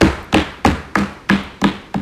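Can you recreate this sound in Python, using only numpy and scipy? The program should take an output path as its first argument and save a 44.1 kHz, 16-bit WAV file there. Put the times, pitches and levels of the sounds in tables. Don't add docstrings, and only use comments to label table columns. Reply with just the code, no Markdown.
import sys
import numpy as np
from scipy import signal
from scipy.fft import rfft, irfft
from scipy.io import wavfile
from scipy.ndimage import uniform_filter1d

SR = 44100
rng = np.random.default_rng(int(sys.argv[2]) if len(sys.argv) > 2 else 0)


def linear_from_db(decibels):
    return 10 ** (np.asarray(decibels, float) / 20)


def wav_record(signal):
    frames = np.transpose(np.atleast_2d(signal))
    bounded = np.clip(frames, -1, 1)
    quanta = np.round(bounded * 32767).astype(np.int16)
    wavfile.write(sys.argv[1], SR, quanta)


N = 88817

# f/Hz, level/dB per Hz
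HUSH_COLOUR = [(18, -40), (30, -6), (304, -5.5), (437, -10), (612, -19), (3590, -30), (3880, -27),
               (10200, -44.5), (15000, -52)]
# f/Hz, time to fall 60 dB/s
ROOM_DECAY = [(60, 1), (160, 0.44), (420, 0.52), (1100, 0.76), (2900, 0.62), (7700, 0.53), (14000, 0.86)]
# f/Hz, level/dB
ROOM_TONE = [(40, 4.5), (80, -0.5), (200, -6), (400, 8), (700, 1), (1200, 1.5), (2200, -1.5), (4000, -10.5),
             (5500, -18.5), (8000, -22), (12000, -37.5), (15000, -48)]
# delay t/s, level/dB
WALL_ECHOES = [(.0183, -7.5), (.0285, -13), (.039, -7.5), (.052, -10), (.061, -15.5)]
# f/Hz, level/dB
WALL_TONE = [(300, -16), (1200, -3), (2500, -8), (4000, -1), (5500, -18), (9000, -6.5), (15000, -6)]
# t/s, slap level/dB, slap f/Hz, snap level/dB, level into room/dB, brightness/dB,
# then the level/dB of each of the four desk booms
PALM_BLOWS = [(-.31, -4, 1000, -15, -6, 0, -10, -14, -14, -8),
              (0.0102, -2, 610, -5, -4.5, -4, -6.5, -4, -8, 2),
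              (0.0153, -2.5, 1220, -1, -6.5, -1.5, -21, -28, -21, -3),
              (0.3266, -10, 930, -9.5, -8.5, -2, -9.5, -11, -13.5, -23),
              (.3430, -1.5, 800, -3.5, -6, 6.5, -29, -11, -14.5, -2),
              (.6480, 3, 760, -7, -4.5, -2, -11, -7, -7, -24),
              (0.6613, -36, 1190, -3.5, -13.5, -6, -20, -10, -10.5, -27),
              (.9540, -1.5, 1290, -9.5, -6.5, -3, -19.5, -13, -16, -10.5),
              (0.988, -27, 1210, -16, -16, -13, -24.5, -13.5, -35, -18.5),
              (1.291, -13, 1310, -15.5, -15.5, 0, -29, -10, -22, -23),
              (1.2970, -0.5, 1324, -11, -8.5, 8, -19, -9.5, -15.5, -13.5),
              (1.615, -13, 840, -14, -20.5, -2.5, -22, -10.5, -14, -19.5),
              (1.6401, -1, 1115, -9, -12, 8.5, -34, -10, -17, -11.5),
              (1.9420, -11, 800, -17.5, -21.5, -1.5, -23.5, -9.5, -18, -16)]
# f/Hz, level/dB
SNAP_TONE = [(300, -2), (1000, -3.5), (2500, 10), (4000, 0), (6000, -0.5), (9000, -14.5), (12000, -15),
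             (15000, -31)]
# f/Hz, time to fall 60 dB/s
DESK_BOOMS = [(76, 0.3029), (197, 0.1955), (283, 0.1827), (317, 0.1139)]
# f/Hz, level/dB, time to fall 60 dB/s
TOP_KNOCKS = [(142.5, -12, 0.49), (461, -2.5, 0.055), (545.4, -3.5, 0.055), (631, -16, 0.067),
              (800, -1, 0.03), (1023, 0.5, 0.024), (1250, -0.5, 0.027), (1371, -15.5, 0.015),
              (1665, 3, 0.028), (2180, -1, 0.047)]
# t/s, level before the high-pass/dB
RATTLES = [(.229, -39), (0.244, -39), (.592, -49), (.983, -30), (1.136, -46), (1.436, -35), (1.739, -44)]

FFT_SIZE = 16384
TOUCH_S = 0.00089
BRIGHT_HZ, BRIGHT_WIDTH_HZ = 3320, 740
BENDING_LAG_S = 0.00219
SNAP_LAG_SHARE = 0.613
TIPS_DB, TIPS_LEAD_S = -18.5, 0.0034
CRACK_DB, CRACK_AT_S, SNAP_T60_S = 10.5, 0.0012, 0.014
SLAP_WIDTH_HZ, SLAP_RING_T60_S, SLAP_NOISE_T60_S = 470, 0.008, 0.016
DETUNE = 0.015
BOOM_RISE_S, BOOM_BEND = 0.0093, 1.41
LOW_PAIR = 0.091
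WAVER_WIDTH_HZ, WAVER_DB = 61, -5
ROOM_RISE_S, CLAP_GAIN_DB, BOOM_IN_ROOM_DB, SLAP_IN_ECHO_DB = 0.016, 28.5, -14, -5.5
CLUMP_DB, CLUMP_FADE_S, CLUMP_S = 5.5, 0.097, 0.0034


def evened(x):
    return x / np.sqrt(np.mean(x ** 2) + 1e-20)


def read(points, hz):
    f, value = np.transpose(points)
    return np.interp(np.log(hz + 1), np.log(f + 1), value)


def colour(x, points):
    hz = np.fft.rfftfreq(len(x), 1 / SR)
    return irfft(rfft(x) * linear_from_db(read(points, hz)), len(x))


def bell(x, hz, width):
    offset = (np.fft.rfftfreq(len(x), 1 / SR) - hz) / width
    return irfft(rfft(x) / (1 + offset ** 2), len(x))


def ring(t, hz, t60):
    return np.sin(2 * np.pi * hz * t) * linear_from_db(-60 * t / t60)


def add(mix, s, sound):
    part = mix[round(s * SR) + SR // 2:][:len(sound)]
    part += sound[:len(part)]


def air():
    return linear_from_db(-41.5) * evened(colour(rng.standard_normal(N), HUSH_COLOUR))


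def tail():
    taps, t = np.zeros(SR), np.arange(SR) / SR
    slots = np.arange(300, SR - 20, 12)
    taps[slots + rng.integers(0, 12, len(slots))] = rng.choice([-1., 1.], len(slots))
    clumps = evened(uniform_filter1d(rng.standard_normal(SR), round(CLUMP_S * SR)))
    swell = 1 - np.exp(-(t / ROOM_RISE_S) ** 2)
    taps *= swell * linear_from_db(CLUMP_DB * np.exp(-t / CLUMP_FADE_S) * clumps)
    hz, frame_t, bands = signal.stft(taps, SR, nperseg=512)
    decay = linear_from_db(-60 * frame_t / read(ROOM_DECAY, hz)[:, None])
    ringing = signal.istft(bands * decay, SR, nperseg=512)[1][:SR]
    return ringing / np.linalg.norm(ringing)


def chamber(knock, boom, room_db, bright_db):
    ringing = tail()
    bright = (linear_from_db(bright_db) - 1) * bell(ringing, BRIGHT_HZ, BRIGHT_WIDTH_HZ)
    clap = linear_from_db(room_db + CLAP_GAIN_DB) * colour(ringing + bright, ROOM_TONE)
    boom_in_room = linear_from_db(BOOM_IN_ROOM_DB) * signal.fftconvolve(boom, ringing)[:SR]
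    lead = 200
    walls = np.zeros(FFT_SIZE // 2)
    for s, db in WALL_ECHOES:
        walls[round(s * SR) + lead] = linear_from_db(db)
    echo = signal.fftconvolve(knock, colour(walls, WALL_TONE))[lead:]
    return clap + boom_in_room + np.pad(echo, (0, SR - len(echo)))


def desk_top(sound, share=1):
    hz = np.fft.rfftfreq(FFT_SIZE, 1 / SR)
    lag = np.exp(-4j * np.pi * share * BENDING_LAG_S * (np.sqrt(1000 * hz) - hz / 4))
    return irfft(rfft(sound) * lag, FFT_SIZE)[:FFT_SIZE * 3 // 4]


def skin(snap_db, bright_db):
    t = np.arange(FFT_SIZE) / SR
    touch = 1 - np.exp(-(t / TOUCH_S) ** 2)
    hiss = rng.standard_normal(FFT_SIZE) * linear_from_db(-60 * t / SNAP_T60_S) * touch
    crack = linear_from_db(CRACK_DB) * np.sinc((t - CRACK_AT_S) * SR)
    snap = np.roll(hiss + crack, 400)
    snap += (linear_from_db(bright_db) - 1) * bell(snap, BRIGHT_HZ, BRIGHT_WIDTH_HZ)
    snap = np.roll(colour(snap, SNAP_TONE), -400)
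    return linear_from_db(snap_db) * desk_top(snap, SNAP_LAG_SHARE)


def blow(slap_db, slap_hz, boom_db):
    t = np.arange(FFT_SIZE) / SR
    boom_noise, slap_noise = rng.standard_normal((2, FFT_SIZE))
    shift = 1 + DETUNE * rng.uniform(-1, 1, len(DESK_BOOMS) + len(TOP_KNOCKS))

    slap = ring(t, slap_hz, SLAP_RING_T60_S)
    rough = evened(bell(slap_noise, slap_hz, SLAP_WIDTH_HZ))
    slap += rough * linear_from_db(-60 * t / SLAP_NOISE_T60_S)
    for (hz, db, t60), detune in zip(TOP_KNOCKS, shift[len(DESK_BOOMS):]):
        nearness = 1 / (1 + ((hz - slap_hz) / SLAP_WIDTH_HZ) ** 2)
        slap += linear_from_db(db) * nearness * ring(t, hz * detune, t60)
    touch = 1 - np.exp(-(t / TOUCH_S) ** 2)

    waver = 1 + linear_from_db(WAVER_DB) * evened(bell(boom_noise, 0, WAVER_WIDTH_HZ))
    boom = np.zeros(FFT_SIZE)
    for (hz, t60), db, detune in zip(DESK_BOOMS, boom_db, shift):
        decay = linear_from_db(db - 60 * (t / t60) ** BOOM_BEND)
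        motion = waver if hz > 100 else np.cos(2 * np.pi * hz * LOW_PAIR * t)
        boom += decay * np.sin(2 * np.pi * hz * detune * t) * motion
    rise = 1 - np.exp(-t / BOOM_RISE_S)
    return desk_top(linear_from_db(slap_db) * touch * slap), desk_top(rise * boom)


def tick(db):
    t = np.arange(600) / SR
    burst = rng.standard_normal(600) * linear_from_db(-60 * t / 0.011)
    return linear_from_db(db) * signal.lfilter(*signal.butter(2, 7900, "high", fs=SR), burst)


def scene():
    mix = np.zeros(N + SR // 2)
    for s, slap_db, slap_hz, snap_db, room_db, bright_db, *boom_db in PALM_BLOWS:
        snap = skin(snap_db, bright_db)
        slap, boom = blow(slap_db, slap_hz, boom_db)
        fingertips = skin(snap_db + TIPS_DB, 0)
        add(mix, s - TIPS_LEAD_S, fingertips)
        add(mix, s, snap + slap + boom)
        knock = snap + linear_from_db(SLAP_IN_ECHO_DB) * slap
        add(mix, s, chamber(knock, boom, room_db, bright_db))
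    for s, db in RATTLES:
        add(mix, s, tick(db))
    return (mix[SR // 2:] + air())[None]


def band_limit(x):
    return signal.sosfilt(signal.butter(12, 15800, fs=SR, output="sos"), x)


def record(dry):
    treble_limit = signal.ellip(8, 0.5, 30, 14500, fs=SR, output="sos")
    low_cut = signal.butter(2, 34, "high", fs=SR, output="sos")
    limited = signal.sosfilt(low_cut, signal.sosfilt(treble_limit, dry))
    overloaded = np.clip(limited, -0.78, 0.78)
    edge = signal.firwin(511, 15700, window=("kaiser", 9), fs=SR)
    finished = signal.oaconvolve(overloaded, edge[None], "same")
    return band_limit(finished)


dry = scene()
out = record(dry)
wav_record(out)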